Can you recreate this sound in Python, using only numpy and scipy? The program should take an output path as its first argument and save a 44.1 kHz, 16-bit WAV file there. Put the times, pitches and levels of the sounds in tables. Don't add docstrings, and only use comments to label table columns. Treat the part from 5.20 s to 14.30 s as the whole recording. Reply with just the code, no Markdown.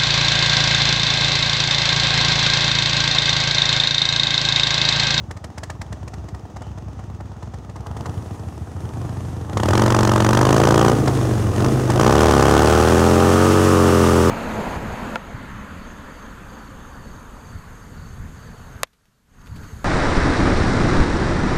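import sys
import numpy as np
from scipy import signal
from scipy.fft import rfft, irfft
from scipy.io import wavfile
from scipy.ndimage import uniform_filter1d

SR = 44100
rng = np.random.default_rng(int(sys.argv[2]) if len(sys.argv) > 2 else 0)


def int16_out(signal):
    q = np.round(np.clip(np.atleast_2d(signal).T, -1, 1) * 32767)
    wavfile.write(sys.argv[1], SR, q.astype(np.int16))


N = 401310
TIME = np.arange(N) / SR
EASE_START_S, EASE_S = 7.45, 1


def undb(db):
    return 10 ** (np.asarray(db) / 20)


def curves(rows, at=TIME):
    knots, *columns = np.transpose(rows)
    return [np.interp(at, knots, column) for column in columns]


def ramp(start_s, length_s):
    return np.clip((TIME - start_s) / length_s, 0, 1)


def convolve(x, response):
    return signal.oaconvolve(x, response)[:len(x)]


def colour(x, points, size=16384):
    hz, db = np.transpose(points)
    bin_hz = np.arange(size // 2 + 1) * SR / size
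    gain = undb(np.interp(np.log(bin_hz + 1), np.log(hz), db))
    cepstrum = irfft(np.log(gain))
    cepstrum[1:size // 2] *= 2
    cepstrum[size // 2 + 1:] = 0
    return convolve(x, irfft(np.exp(rfft(cepstrum))))


def ring(x, hz, width_hz):
    spin = np.exp(2j * np.pi * np.cumsum(hz) / SR)
    pole = np.exp(-np.pi * width_hz / SR)
    return 2 * np.real(spin * signal.lfilter([1 - pole], [1, -pole], x / spin))


def noise(points):
    x = colour(rng.standard_normal(N), points)
    return x / x.std()


def wander(rate_hz):
    hold = int(SR / rate_hz)
    steps = np.repeat(rng.standard_normal(N // hold + 1), hold)[:N]
    drift = uniform_filter1d(steps, hold)
    return drift / drift.std()


def steady(x, size=4400):
    power = uniform_filter1d(uniform_filter1d(x ** 2, size), size)
    return x / np.sqrt(np.maximum(power, 0) + np.mean(x ** 2) / 1e6)


def blend(a, b, share):
    share = np.clip(share, 0, 1)
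    return np.sqrt(share) * a + np.sqrt(1 - share) * b


def pulses(times_s, sizes):
    return np.bincount(np.clip(times_s * SR, 0, N).astype(int), sizes, N + 1)[:N]


def puff(rise_s, fall_s, tail_s, tail_db):
    t = TIME[:SR // 8]
    after = np.maximum(t - rise_s, 0)
    decay = np.exp(-after / fall_s) + undb(tail_db) * np.exp(-after / tail_s)
    return np.minimum(t / rise_s, 1) ** 2 * decay


# time in seconds, engine speed in four-stroke cycles per second.
ENGINE_SPEED_HZ = [(0.0, 8.195), (0.255, 7.178), (0.74, 9.518), (2.622, 9.015), (2.927, 12.311),
                   (3.447, 10.357), (3.845, 13.054), (4.302, 11.848), (4.566, 23.719), (5.068, 23.129),
                   (5.363, 27.529), (5.637, 28.94), (5.72, 28.9), (6.31, 21.16), (6.51, 27.0),
                   (6.725, 23.9), (7.028, 40.288), (7.171, 33.717), (7.686, 41.392), (8.35, 47.009),
                   (8.872, 43.075), (9.1, 42.686)]

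def speed():
    return curves(ENGINE_SPEED_HZ)[0]


def cycles(start=0.1486):
    return start + np.cumsum(speed()) / SR


def firings(shift_cycles=0, rear_lag_cycles=315 / 720):
    turned = cycles()
    front = np.arange(int(turned[-1]) + 1)
    marks = np.column_stack([front, front + rear_lag_cycles]).ravel()
    return np.interp(marks + shift_cycles, turned, TIME, right=TIME[-1] + 1)


# opening time in seconds, shutting time in seconds, throttle opening 0-1.
THROTTLE_TWISTS = [(2.543, 2.894, 0.43), (3.53, 3.946, 0.11), (4.24, 5.71, 0.86), (6.314, 6.463, 0.5),
                   (6.674, 9.2, 0.9)]

def throttle(open_s=0.14, shut_s=0.041):
    opening = sum(size * ramp(opens, open_s) * (1 - ramp(shuts, shut_s))
                  for opens, shuts, size in THROTTLE_TWISTS)
    return np.clip(opening, 0, 1)


EFFORT_BY_SPEED = [(9.5, 0.23), (20, 1), (25, 1), (32, 1.6)]

def combustion(rough_open=0.085, rough_spin=0.06, rough_idle=0.47, rough_overrun=0.48):
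    effort = curves(EFFORT_BY_SPEED, speed())[0]
    fed = rough_open + (rough_spin - rough_open) * ramp(EASE_START_S, EASE_S)
    starved = np.interp(effort, [0, 1], [rough_idle, rough_overrun])
    return effort, starved + (fed - starved) * throttle() ** 2


def turbulence(roughness):
    return np.clip(1.9 * (roughness - 0.13), 0, 0.62)


def level_db(knee_db, knee_hz, slopes_db_oct, shut_db, idle_hz=8.86):
    octaves = np.log2(np.maximum(speed(), idle_hz) / knee_hz)
    return knee_db + octaves * np.where(octaves < 0, *slopes_db_oct) + shut_db * (1 - throttle())


# time in seconds, dip of the boom in dB.
MISFIRE_DIPS = [(.33, -11), (1.3, -15), (2.15, -4), (2.44, -5), (3.14, -3), (3.3, -1.5), (3.51, -2)]

def stumbles_db(width_s=0.041):
    return sum(db * np.exp(-((TIME - at_s) / width_s) ** 2) for at_s, db in MISFIRE_DIPS)


def disperse(x, centres_hz=(190, 340), q=1.0):
    for hz in centres_hz:
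        x = 2 * signal.lfilter(*signal.iirpeak(hz, q, fs=SR), x) - x
    return x


# frequency in Hz, gain in dB.
PIPE_IDLE_DB = [(25, -131), (48, -16), (70, -1), (84, 3), (102, 4), (135, -2), (175, -1), (230, -12),
                (320, -28), (450, -27), (620, -16.5), (1000, -22.5), (2000, -80), (5000, -83)]
PIPE_FREE_DB = [(25, -107), (48, -2), (85, 6), (119, 6), (142, 2), (170, -7), (212, 0), (245, -14),
                (315, -3.5), (400, -8.5), (560, -18), (720, -22.5), (1500, -25), (4000, -68)]
PIPE_LOAD_DB = [(25, -48), (45, -11), (80, 12.5), (122, 13.5), (162, -2), (225, 10.5), (275, 1.5),
                (330, 8.5), (440, 9), (570, -2), (690, -10.5), (800, -1.5), (950, -16.5), (1250, -10),
                (2000, -30), (5000, -43)]
# engine cycles per second, lowest pipe note in Hz.
PIPE_NOTE_HZ = [(9, 68), (13, 114.6), (21.5, 96), (24, 118.4), (28.5, 136.7)]

def pipes(drive, effort):
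    tone = sum(colour(drive * np.maximum(1 - abs(effort - k), 0), response)
               for k, response in enumerate((PIPE_IDLE_DB, PIPE_FREE_DB, PIPE_LOAD_DB)))
    note = ring(tone, curves(PIPE_NOTE_HZ, speed())[0], width_hz=17)
    return tone + undb(7) * np.minimum(2 - effort, 1) * note


def rebound(x, strength, periods=1.08):
    delay_s = periods / curves(PIPE_NOTE_HZ, speed())[0]
    return x + 0.25 * strength * np.interp(TIME - delay_s, TIME, x)


# frequency in Hz, gain in dB.
BURBLE_DB = [(110, -16.5), (200, 0.5), (250, 2.5), (310, 4), (390, -4), (480, -3.5), (620, -13.5),
             (900, -26.5), (2000, -44.5)]

def exhaust(scatter_db=5, rear_idle_db=-3, overlap_lag_cycles=0.33):
    times = firings()
    effort, roughness = combustion()
    rough = np.interp(times, TIME, roughness)
    idling = np.interp(times, TIME, np.clip(1 - effort, 0, 1))
    slug_draw, slug_shift, gulp_shift, gulp_draw = rng.standard_normal((len(times), 4)).T
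    jitter_s = 0.0009 * rough
    rear = np.arange(len(times)) % 2
    slug_sizes = undb(scatter_db * rough * slug_draw + rear_idle_db * rear * idling)
    slugs = pulses(times + jitter_s * slug_shift, slug_sizes)
    gulp_sizes = (0.51 + 1.7 * idling) * rough * undb(5.1 * gulp_draw)
    gulps = pulses(firings(overlap_lag_cycles) + 2 * jitter_s * gulp_shift, gulp_sizes)
    tone = pipes(disperse(slugs - uniform_filter1d(gulps, size=90)), effort)
    boom = signal.sosfiltfilt(signal.butter(4, 190, fs=SR, output="sos"), tone)
    churn = convolve(slugs, puff(rise_s=0.0055, fall_s=0.054, tail_s=0.12, tail_db=1))
    burble = steady(noise(BURBLE_DB) * churn)
    rasp = blend(burble, steady(tone - boom), turbulence(roughness))
    boom_db = level_db(knee_db=-17, knee_hz=21, slopes_db_oct=(11.5, -1), shut_db=-1.5)
    rasp_db = level_db(knee_db=-15, knee_hz=27, slopes_db_oct=(14.5, 1.1), shut_db=-5.5)
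    return steady(boom) * undb(boom_db + stumbles_db()) + rasp * undb(rasp_db)


# frequency in Hz, gain in dB.
RUSH_DB = [(100, -17), (250, -42.5), (400, 0.5), (560, 7.5), (780, 9), (980, 5), (1250, 2.5), (1600, -7),
           (1900, -7.5), (2300, -37), (4000, -33), (15000, -52)]
# time in seconds, centre in Hz of a hollow in the rush.
HOLLOW_HZ = [(0, 480), (4.0, 557), (4.5, 724), (5.1, 780), (5.4, 867), (6.9, 940), (7.8, 1010), (8.3, 715),
             (9.1, 720)]

def gas_rush(blows, effort, churn):
    bursts = convolve(blows, puff(rise_s=0.0007, fall_s=0.005, tail_s=0.02, tail_db=-22))
    rush = steady(noise(RUSH_DB) * (bursts + 1.3 * churn))
    slap = steady(colour(disperse(blows, centres_hz=(600, 950, 1250), q=2.07), RUSH_DB))
    blast = blend(rush, slap, share=0.17 + 1.25 * churn)
    blast = rebound(blast, strength=np.minimum(2 - effort, 1))
    return steady(blast - 1.34 * ring(blast, curves(HOLLOW_HZ)[0], width_hz=128))


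# frequency in Hz, gain in dB.
CRACK_DB = [(600, 2.5), (1500, 6.5), (2200, -3.5), (2900, 1), (4000, -5), (5200, -3), (6200, -2.5),
            (8500, -9.5), (10500, -16.5), (13000, -22), (16000, -22)]

def gas_crack(blows, churn):
    burst = puff(rise_s=0.0036, fall_s=0.0014, tail_s=0.0047, tail_db=-9)
    alike = colour(convolve(blows, burst * rng.standard_normal(len(burst))), CRACK_DB)
    fresh = noise(CRACK_DB) * convolve(blows, burst)
    return blend(steady(fresh), steady(alike), share=0.51 + churn)


def gas(scatter_db=4, rear_db=-3):
    times = firings()
    effort, roughness = combustion()
    churn = turbulence(roughness)
    size_draw, crack_draw = rng.standard_normal((len(times), 2)).T
    rear = np.arange(len(times)) % 2
    sizes = undb(scatter_db * np.interp(times, TIME, roughness) * size_draw + rear_db * rear)
    rush = gas_rush(pulses(times, sizes), effort, churn)
    crack = gas_crack(pulses(times, sizes * undb(0.95 * crack_draw)), churn)
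    eased = ramp(EASE_START_S, EASE_S)
    idling, loaded = np.clip(1 - effort, 0, 1), np.maximum(effort - 1, 0)
    rush_db = -0.5 + 2 * loaded
    crack_db = -10 + 6 * throttle() - 5 * eased - 2.5 * idling
    gas_db = level_db(knee_db=-17.5, knee_hz=25.5, slopes_db_oct=(12, -1.1), shut_db=-13) - 5.5 * eased
    return undb(gas_db) * (rush * undb(rush_db) + crack * undb(crack_db))


# start in seconds, rush level in dB, crack level in dB, both before trim.
HARD_FIRINGS = [(.107, -30.5, -31), (.167, -36, -40), (.239, -27.5, -30), (0.377, -27, -30.5),
                (.431, -27, -27.5), (.497, -27.5, -29), (0.612, -26, -29.5), (.723, -29, -32),
                (0.875, -34, -34), (.935, -33, -36.5), (1.083, -36, -39), (1.143, -33, -41.5),
                (1.363, -30.5, -38.5), (1.416, -30, -39), (1.579, -33, -42), (1.791, -30, -47),
                (2.002, -32, -45), (2.224, -31, -42), (2.338, -32, -41.5), (2.493, -34, -44),
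                (2.558, -31, -39.5), (2.662, -29, -37), (2.767, -39, -39), (2.857, -23, -33),
                (4.37, -20, -25.5), (5.874, -10, -20.5), (6.698, -10.5, -18.5)]
# frequency in Hz, gain in dB.
BARK_CRACK_DB = [(900, -18), (1800, 18), (2500, 6.5), (3500, 4.5), (5500, 7.5), (7500, 5), (10000, -4.5),
                 (15000, -18)]

def barks(rush_trim_db=-4, crack_trim_db=-2):
    times, rush_db, crack_db = np.transpose(HARD_FIRINGS)
    rush_puff = puff(rise_s=0.00069, fall_s=0.0092, tail_s=0.08, tail_db=-24)
    crack_puff = puff(rise_s=0.0058, fall_s=0.0038, tail_s=0.034, tail_db=-24)
    rush = convolve(pulses(times, undb(rush_db + rush_trim_db)), rush_puff)
    crack = convolve(pulses(times, undb(crack_db + crack_trim_db)), crack_puff)
    return rush * noise(RUSH_DB) + crack * noise(BARK_CRACK_DB)


# time in seconds, hiss level in dB, howl level in dB before trim, howl pitch in Hz.
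TYRE_SPIN = [(6.75, -70, -73, 1480), (6.95, -41, -33, 1440), (7.4, -32.5, -26, 1370), (7.9, -31, -30, 1270),
             (8.3, -28, -24, 1210), (8.7, -28.5, -24, 1116), (9.1, -29.5, -29, 1200)]
# frequency in Hz, gain in dB.
TYRE_HISS_DB = [(1000, -0.5), (1700, -0.5), (2010, -5.5), (2160, -5), (2330, -8), (2750, -1), (3190, -8),
                (4070, -11.5), (5520, -6.5), (6830, -11.5), (7780, -9), (15600, -23)]

def tyre(width_hz=260, howl_trim_db=-2):
    hiss_db, howl_db, howl_hz = curves(TYRE_SPIN)
    times = firings()
    jerks = pulses(times, np.ones(len(times)))
    slips = blend(steady(jerks), rng.standard_normal(N), share=0.2)
    howl = ring(ring(slips, howl_hz, width_hz), howl_hz, width_hz)
    hiss = noise(TYRE_HISS_DB) * undb(hiss_db + 0.75 * wander(rate_hz=170))
    spinning = TIME > TYRE_SPIN[0][0]
    return (howl / howl.std() * undb(howl_db + howl_trim_db) + hiss) * spinning


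# frequency in Hz, gain in dB.
WHIRR_DB = [(1060, 5), (1800, 1.5), (1930, 3.5), (2160, -1), (2610, 0), (3270, -2), (3540, -1.5),
            (3840, -4.5), (4290, -5.5), (6610, -1), (7170, -5), (8990, -4.5), (9750, -7), (14300, -18.5),
            (15600, -44)]

def valve_gear():
    whirr_db = level_db(knee_db=-37.5, knee_hz=22, slopes_db_oct=(13.5, 7), shut_db=-0.5)
    crank_beat = 1 + 0.044 * np.cos(2 * np.pi * 2 * cycles())
    whirr = noise(WHIRR_DB) * undb(whirr_db + wander(rate_hz=33)) * crank_beat
    near = ramp(start_s=2.3, length_s=0.7)
    return near * whirr + (1 - near) * colour(whirr, [(6500, 0), (11000, -11)])


def brake(start_s=1.39, length_s=0.15, hz=3000, width_hz=380, db=-58):
    swell = np.sin(np.pi * ramp(start_s, length_s))
    centre_hz = np.full(N, hz)
    squeak = ring(ring(rng.standard_normal(N), centre_hz, width_hz), centre_hz, width_hz)
    return undb(db) * swell * squeak / squeak.std()


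# frequency in Hz, gain in dB.
ECHO_DB = [(60, -26), (300, -19), (900, -17), (2500, -19), (8000, -24), (15000, -30)]

def trees(x, t60_s=0.28, rise_s=0.0033):
    t = TIME[:SR]
    tail = rng.standard_normal(SR) * undb(-60 * t / t60_s) * np.minimum(t / rise_s, 1)
    return colour(convolve(x, tail / np.linalg.norm(tail)), ECHO_DB)


def scene():
    bike = exhaust() + gas() + barks() + valve_gear() + brake() + tyre()
    return (bike + trees(bike))[None]


def record(dry, ceiling=0.67, top_hz=15750):
    rounded = dry / (1 + (dry / ceiling) ** 6) ** (1 / 6)
    return signal.sosfilt(signal.ellip(10, 0.2, 80, top_hz, fs=SR, output="sos"), rounded)


dry = scene()
out = record(dry)
int16_out(out)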